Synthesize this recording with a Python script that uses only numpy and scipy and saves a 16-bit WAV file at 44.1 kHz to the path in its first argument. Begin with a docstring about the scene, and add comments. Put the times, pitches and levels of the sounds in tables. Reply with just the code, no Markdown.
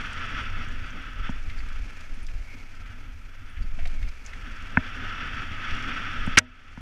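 """Wind hisses through and buffets a cased camera on the helmet of a mountain biker on a fast forest descent.
The hiss is noise lifted at the resonances of the case; slow noise makes the buffeting and rumble.
The tyres crunch over dirt and leaves in clumps of tiny cracks; chain, stones and metal parts jangle.
Bumps knock the mount, heard as dying sines, and the brake discs are rubbed lightly.
Near the end something, probably a twig, whips the helmet, and the gain control ducks."""
import sys
import numpy as np
from scipy import signal
from scipy.fft import rfft, irfft
from scipy.io import wavfile
from scipy.ndimage import uniform_filter1d

SR = 44100
rng = np.random.default_rng(int(sys.argv[2]) if len(sys.argv) > 2 else 0)


def store_wav(level_fs):
    """Save 16-bit WAV to argv[1]."""
    pcm = np.round(np.clip(np.atleast_2d(level_fs), -1, 1) * 32767)
    wavfile.write(sys.argv[1], SR, pcm.T.astype(np.int16))


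N = 300318
TIME = np.arange(N) / SR
# In all tables, t60_s is the time a sound takes to fall by 60 dB.


def amp(db):
    """Turns decibels into gain."""
    return 10 ** (np.asarray(db) / 20)


def unit(x):
    """Scales a sound to an rms of 1."""
    return x / np.sqrt(np.mean(x ** 2) + 1e-20)


def level(curve):
    """Gain at every sample from rows of start_s, level_db, joined by straight lines in dB."""
    return amp(np.interp(TIME, *np.transpose(curve)))


def swells(rows, fade_s=0.042):
    """Gain at every sample from rows of start_s, length_s, level_db; each rises, holds and falls."""
    total = np.zeros(N)
    for start_s, length_s, db in rows:
        to_edge_s = np.minimum(TIME - start_s, start_s + length_s - TIME)
        total += amp(db) * np.clip(to_edge_s / fade_s, 0, 1)
    return total


def add(mix, start_s, sound):
    """Mixes a sound in at its start time, cut off at the end of the scene."""
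    part = mix[round(start_s * SR):][:len(sound)]
    part += sound[:len(part)]


def colour(x, points, lifts=()):
    """Shapes a sound by a spectrum with resonances on top, then scales it to an rms of 1."""
    hz = np.fft.rfftfreq(len(x), 1 / SR)
    points_hz, points_db = np.transpose(points)
    db = np.interp(np.log(hz + 1), np.log(points_hz + 1), points_db)
    for centre_hz, width_hz, lift_db in lifts:
        db = db + lift_db / (1 + (2 * (hz - centre_hz) / width_hz) ** 2)
    return unit(irfft(rfft(x) * amp(db), len(x)))


def drift(rate_hz):
    """Slow random motion with an rms of 1, weak above its rate."""
    hz = np.fft.rfftfreq(N, 1 / SR)
    noise = rng.standard_normal(N)
    return unit(irfft(rfft(noise) / (1 + (hz / rate_hz) ** 4), N))


def steady(x, span_s):
    """Evens out the loudness swells that are slower than the span."""
    window = signal.windows.hann(int(span_s * SR) + 3)
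    power = signal.fftconvolve(x ** 2, window / window.sum(), "same")
    return x / np.sqrt(power + 1e-4)


def lowpass(x, order, corner_hz):
    """Dulls a sound above a corner frequency."""
    return signal.sosfilt(signal.butter(order, corner_hz, fs=SR, output="sos"), x)


def ring(modes):
    """A struck body: dying sines set off together, every other one upside down."""
    t = np.arange(SR // 2) / SR
    total = np.zeros(len(t))
    for k, (pitch_hz, db, t60_s) in enumerate(modes):
        decay = np.exp(-np.log(1000) * t / t60_s)
        total += (-1) ** k * amp(db) * np.sin(2 * np.pi * pitch_hz * t) * decay
    return total


def burst(t, rise_s, t60_s):
    """Loudness curve of a blow: a quick straight rise, then an exponential fall."""
    decay = np.exp(-np.log(1000) * np.maximum(t - rise_s, 0) / t60_s)
    return np.minimum(t / rise_s, 1) * decay


def jangle(centre_hz, octaves, t60_s, rise_s=0.00099, contacts_per_s=350, contact_db=9, case_hz=9500):
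    """A short run of separate contacts in one band of pitch; a narrow band pings."""
    t = np.arange(8192) / SR
    hz = np.fft.rfftfreq(len(t), 1 / SR) + 1
    muffle = 1 / (1 + (hz / case_hz) ** 4)  # the case keeps out the highest treble
    band = 1 / (1 + (np.log2(hz / centre_hz) / octaves) ** 2)
    hits = rng.random(len(t)) < contacts_per_s / SR
    contacts = np.convolve(hits, np.ones(16), "same")  # each contact lasts 16 samples
    drive = rng.standard_normal(len(t)) * (1 + amp(contact_db) * contacts)
    sound = steady(unit(irfft(rfft(drive) * band * muffle)), 0.008)
    return np.roll(sound, len(t) // 2) * burst(t, rise_s, t60_s)  # starts from the middle of the noise


# brake pads brushing the discs: start_s, length_s, level_db
BRAKES = [(2.451, 0.2, -53), (3.929, 0.2, -55)]


def brakes(disc_hz=2230, width_hz=340, lift_db=22):
    """Light rubbing is noise that excites one resonance of the disc, too weakly to squeal."""
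    out = np.zeros(N)
    rub_colour = [(800, -30.5), (2200, -2.5), (6000, -22.0)]  # pitch_hz, relative level_db
    for start_s, length_s, db in BRAKES:
        swell = signal.windows.tukey(int(length_s * SR), .5)
        noise = rng.standard_normal(len(swell))
        rub = colour(noise, rub_colour, [(disc_hz, width_hz, lift_db)])
        add(out, start_s, amp(db) * swell * rub)
    return out


# thin metallic pings: start_s, level_db, pitch_hz
PINGS = [(1.587, -49, 4630), (2.143, -65, 9080), (2.228, -58, 9450), (3.497, -64, 9450),
         (3.622, -51.5, 4600)]


def pings():
    """Small metal parts jangle in a band so narrow that it has a pitch."""
    out = np.zeros(N)
    for start_s, db, pitch_hz in PINGS:
        add(out, start_s, amp(db) * jangle(pitch_hz, octaves=0.059, t60_s=0.081))
    return out


# front, then rear wheel striking a root: start_s, level_db
ROOT = [(3.789, -44.5), (3.855, -40)]


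def frame():
    """The frame rings in a low, narrow band as each wheel strikes the root."""
    out = np.zeros(N)
    for start_s, db in ROOT:
        add(out, start_s, amp(db) * jangle(640, octaves=0.2, t60_s=0.068))
    return out


# stones and sticks clattering under the wheels: start_s, level_db, t60_s
STONES = [(1.497, -39.5, 0.08), (1.602, -42, .045), (2.284, -43.5, .06), (2.858, -46, 0.1),
          (3.568, -45, 0.13), (3.788, -43, 0.17), (3.853, -35, 0.046), (4.027, -40.5, .06),
          (4.333, -35, 0.032)]


def stones():
    """Stones and sticks clatter as jangles in the middle of the pitch range."""
    out = np.zeros(N)
    for start_s, db, t60_s in STONES:
        add(out, start_s, amp(db) * jangle(2060, octaves=0.36, t60_s=t60_s, rise_s=0.0017))
    return out


def ticks(per_s=9, tick_db=-58.5, spread_db=5.5, pitch_hz=5400, spread_octaves=0.22, load_slope=2.0):
    """The chain ticks lightly at random times, louder where the tyres work harder."""
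    out = np.zeros(N)
    starts = TIME[rng.random(N) < per_s / SR]
    for start_s in starts:
        size, shift = rng.standard_normal(2)
        centre_hz = pitch_hz * 2 ** (spread_octaves * shift)
        tick = jangle(centre_hz, octaves=.4, t60_s=.028)
        add(out, start_s, amp(tick_db + spread_db * size) * tick)
    return out * unit(level(TYRES) ** load_slope)


# hardest slaps of the chain: start_s, level_db, centre_hz, width_octaves
CHAIN = [(.904, -52, 6100, .15), (1.301, -52, 6300, .3), (1.436, -56, 5900, .26), (1.472, -61, 5200, .5),
         (1.686, -49, 3500, 1), (2.007, -50.5, 5500, 0.51), (2.266, -45.5, 4940, 0.54),
         (2.75, -55, 5000, .7), (3.872, -43, 3500, .8), (4.087, -47.5, 4500, .55),
         (4.262, -41.5, 5900, 0.3), (4.622, -53.5, 6000, .6), (5.708, -45, 4500, .36)]


def chain():
    """Each hard slap of the chain is a bright jangle of contacts."""
    out = np.zeros(N)
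    for start_s, db, centre_hz, octaves in CHAIN:
        add(out, start_s, amp(db) * jangle(centre_hz, octaves, t60_s=0.043))
    return out


# bumps that jolt the mount: start_s, level_db (before a shared 3 dB cut), corner_hz (lower is duller)
KNOCKS = [(0.671, -12, 89), (1.2911, -11.5, 655), (1.707, -25, 89), (2.17, -30, 250), (3.607, -9, 55),
          (3.641, -27, 170), (3.735, -13, 60), (3.776, -27, 400), (3.859, -13, 70), (4.7716, -1.5, 4973),
          (5.51, -12.5, 90), (6.2727, -9.5, 563), (6.774, -14, 786)]
# dead, quickly dying modes of the mount: pitch_hz, relative level_db, t60_s
MOUNT = [(82.96, -16, 0.1), (180, -8, .04), (252, -7.5, 0.067), (365, -9, 0.011), (710, -20, 0.026),
         (955, -9, 0.017), (1504.6, -2, 0.014), (1789.6, -7, 0.027), (2066, -7.5, 0.019), (2630, -11, 0.01)]
# longer ring of helmet and mount: pitch_hz, relative level_db, t60_s
HELMET = [(90.647, -3.5, 0.2349), (249.23, -10, 0.41), (363, -24.5, .3), (483, -20.5, 0.22),
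          (628, -6, 0.15), (795, -28.5, .15), (947, -13, .13)]


def knocks(knock_db=-3, rebound=0.58, rebound_s=0.001285, ring_db=-30):
    """The mount hits its stop and rebounds once; soft bumps stir only its low modes."""
    out = np.zeros(N)
    blow = ring(MOUNT) + amp(ring_db) * ring(HELMET)
    for start_s, db, corner_hz in KNOCKS:
        soft = lowpass(lowpass(blow, 2, corner_hz), 5, 3000)
        knock = amp(db + knock_db) * soft
        add(out, start_s, knock)
        add(out, start_s + rebound_s, rebound * knock)
    return out


# the twig slaps, drags and snaps free: start_s, level_db, t60_s, crack_share (0 dull to 1 bright)
WHIP = [(6.3712, -3, .03, .12), (6.3733, 7.5, .026, .025), (6.3783, 8, .03, .09), (6.3853, 9.5, .016, .97),
        (6.3902, -3, .012, .01)]
# spectrum of the dull slap: pitch_hz, relative level_db
SLAP = [(50, -45), (110, -6.5), (250, -8), (420, -19.5), (900, -20.5), (1400, -1.5), (1850, -6),
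        (2800, -2.5), (3300, -12), (5000, -17), (8000, -43.5), (15000, -61)]
# spectrum of the bright crack: pitch_hz, relative level_db
CRACK = [(60, -47), (350, -12), (1400, -0.5), (4300, -2.5), (5000, -2), (6100, 2.5), (7400, -6.5),
         (9000, -7), (10000, -16.5), (12000, -22), (15000, -42)]
# pitches that ring briefly in the twig's strike: pitch_hz, width_hz, level_db of the added ring
STRIKE_PITCHES = [(1488, 200, 0.5), (1650, 100, -4.5), (1910, 34, -6.5), (2190, 100, 3), (2250, 73, -6.5),
                  (2870, 88, -3)]


def twig(ring_db=-11, thump_db=5):
    """A quick run of scraping slaps on the helmet, which rings on while the mount is jolted."""
    slaps = np.zeros(N)
    t = np.arange(4096) / SR
    for start_s, db, t60_s, crack_share in WHIP:
        slap = colour(rng.standard_normal(len(t)), SLAP)
        crack = colour(rng.standard_normal(len(t)), CRACK)
        blend = np.sqrt(1 - crack_share) * slap + np.sqrt(crack_share) * crack
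        scrape = np.roll(steady(blend, 0.0027), len(t) // 2)
        add(slaps, start_s, amp(db) * scrape * burst(t, 0.0013, t60_s))
    out = slaps.copy()
    for pitch_hz, width_hz, db in STRIKE_PITCHES:
        out += amp(db) * signal.lfilter(*signal.iirpeak(pitch_hz, pitch_hz / width_hz, SR), slaps)
    thump = lowpass(ring(MOUNT), 2, 500)
    add(out, WHIP[1][0], amp(ring_db) * ring(HELMET) + amp(thump_db) * thump)  # from the second slap
    return out


# dull shudder of the padded helmet after the twig: pitch_hz, relative level_db
SHUDDER = [(60, -7.5), (220, 1), (400, -11), (750, -5), (1100, -13), (1900, -9), (4000, -32.5),
           (12000, -48)]


def shudder(shudder_db=-19.5, rise_s=0.0018, t60_s=.14):
    """The twig's blow dies away in the helmet's many damped modes, made as fading dull noise."""
    out = np.zeros(N)
    t = np.arange(SR // 2) / SR
    noise = colour(rng.standard_normal(len(t)), SHUDDER)
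    add(out, WHIP[1][0], amp(shudder_db) * noise * burst(t, rise_s, t60_s))
    return out


# how hard the tyres bite into dirt and dry leaves: start_s, level_db (before a shared 3.5 dB cut)
TYRES = [(0, -45.5), (1.25, -51.5), (1.6, -47.5), (2.45, -49), (2.7, -51), (3.45, -55), (3.88, -48),
         (4.9, -49.5), (5.55, -49), (5.85, -44.5), (6.55, -49.5), (6.8, -44)]
# spectrum of the crunch: pitch_hz, relative level_db
TYRE_COLOUR = [(100, -24), (400, -10.5), (1100, -12), (1300, -10), (1750, -6), (2000, -9), (2250, -1),
               (2900, -12), (3700, -19), (4600, -16.5), (6200, -18.5), (8000, -28.5), (10000, -32),
               (15000, -49.5)]


def tyres(grains_per_s=900, spread_db=2.5, clump_db=2.0, grit_db=-4, roll_db=-2):
    """The tread crushes grit and leaves: clumps of tiny cracks over a rolling hiss."""
    loudness = amp(spread_db * np.minimum(rng.exponential(1, N), 4))
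    sizes = loudness * rng.choice([-1, 1], N)
    grit = unit(sizes * (rng.random(N) < grains_per_s / SR))
    crunch = amp(grit_db) * grit + amp(roll_db) * rng.standard_normal(N)
    clumped = crunch * amp(clump_db * drift(38))
    return colour(clumped, TYRE_COLOUR) * level(TYRES) * amp(-3.5)


def with_speed(db, slope, reference_db=-34):
    """Gain that follows the wind: the given level at the reference hiss, slope dB more per dB of hiss."""
    return amp(db) * (level(WIND) / amp(reference_db)) ** slope


# spells of turbulence that push on the case: start_s, length_s, level_db
BUFFET = [(.37, 0.49, -30), (1.17, 0.71, -27), (2.06, 0.397, -30), (3.55, 0.568, -24.5), (3.79, 0.12, -22),
          (5.68, 0.09, -21.5), (6.16, .22, -26)]
# spectrum of the buffeting: pitch_hz, relative level_db
BUFFET_COLOUR = [(6, -31.5), (14, 7.5), (24, -5), (34, -6), (50, -17), (80, -19), (200, -58), (600, -85.5)]
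# rough patches of trail that shake the helmet: start_s, length_s, level_db
ROUGH = [(.45, 0.27, -45.5), (2.5, 0.12, -48.5), (2.86, 0.13, -50), (3.57, 0.14, -58), (6.22, 0.11, -40.5)]
# spectrum of the helmet's rumble: pitch_hz, relative level_db
RUMBLE_COLOUR = [(35, -33), (60, -24.5), (86, 5.5), (140, -11.5), (195, -12), (245, -6), (290, -11.5),
                 (350, -21.5), (700, -26), (1500, -39.5), (4000, -81.5)]


def shaking(jostle_db=-30, lumpy_db=1.5, gusty_db=1.34):
    """Gusts push on the case; rough ground and turbulence shake the helmet at its low resonances."""
    gusts = steady(colour(rng.standard_normal(N), BUFFET_COLOUR), 0.097)
    shake = steady(colour(rng.standard_normal(N), RUMBLE_COLOUR), 0.054)
    spells = swells(BUFFET)
    push = np.hypot(with_speed(-34.5, slope=0.11), spells)
    jolts = swells(ROUGH) + amp(jostle_db) * spells
    ground = np.hypot(with_speed(-42, slope=0.5), jolts)
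    lumps = drift(11.3)  # one irregular jolting moves both
    return gusts * push * amp(gusty_db * lumps) + shake * ground * amp(lumpy_db * lumps)


# air speed past the helmet, as the level of its hiss:
# fast straight, two slow bends, fast straight: start_s, level_db
WIND = [(0, -36), (.43, -37), (.52, -41.5), (1.33, -46), (1.5, -52), (1.9, -50), (2.36, -62.5), (2.98, -50),
        (3.18, -61.5), (3.35, -53), (4.23, -56.5), (4.37, -49), (4.72, -43.5), (4.86, -40), (5.25, -35.5),
        (5.58, -39), (5.76, -33.5), (6.28, -35.5), (6.45, -41.5), (6.8, -45)]
# single gusts that lift the hiss: start_s, length_s, level_db
GUSTS = [(.35, 0.084, -34), (.55, 0.13, -37.5), (1.21, .105, -36.5), (1.61, 0.13, -48.5),
         (5.72, 0.097, -50)]
# spectrum of the hiss: pitch_hz, relative level_db
WIND_COLOUR = [(100, -17.5), (330, -21.5), (800, -17), (1080, -13.5), (1280, 0), (1550, -5), (1950, -4),
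               (2500, -8), (3350, -13), (3750, -26.5), (5700, -27), (7000, -39.5), (10000, -53.5),
               (15000, -63.5)]
# air resonances of the case: pitch_hz, width_hz, lift_db
CASE = [(1328, 130, 4.5), (1534, 83, 6.5), (1714, 37, 6), (2630, 76, 6.5), (2853, 160, 2.5), (3520, 550, 7),
        (4640, 150, 6), (5570, 290, 7)]


def wind(flutter_db=1.04, waver_db=1.17):
    """Turbulent air is noise that sounds the resonances of the case and flutters."""
    air = colour(rng.standard_normal(N), WIND_COLOUR, CASE)
    strength = np.hypot(level(WIND), swells(GUSTS))
    flutter = amp(flutter_db * drift(35) + waver_db * drift(8.5))
    return air * strength * flutter


def scene():
    """Everything that reaches the one microphone."""
    bike = brakes() + pings() + frame() + stones() + ticks() + chain() + tyres()
    blows = knocks() + twig() + shudder()
    return (bike + blows + shaking() + wind())[None]


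def record(dry, hiss_db=-73, ceiling_db=-7, recovery_db_per_s=20, ahead_s=.008, edge_hz=15400):
    """Microphone hiss, gain control that drops just ahead of a peak and recovers slowly, overload, band limit."""
    hiss_colour = [(100, -1.0), (12500, -1), (15500, -4)]  # pitch_hz, relative level_db
    x = dry[0] + amp(hiss_db) * colour(rng.standard_normal(N), hiss_colour)
    power_db = 10 * np.log10(abs(uniform_filter1d(x ** 2, size=130)) + 1e-12)
    power_db = np.interp(TIME + ahead_s, TIME, power_db)  # looks ahead
    fall_db = TIME * recovery_db_per_s
    held_db = np.maximum.accumulate(power_db + fall_db) - fall_db  # peaks held, then slowly let go
    duck_db = np.maximum(held_db - ceiling_db, 0)
    x = np.clip(x / amp(uniform_filter1d(duck_db, size=60)), -1, 1)
    band_limit = signal.firwin(511, edge_hz, window=("kaiser", 9), fs=SR)
    return signal.oaconvolve(x, band_limit, "same")[None]


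dry = scene()
out = record(dry)
store_wav(out)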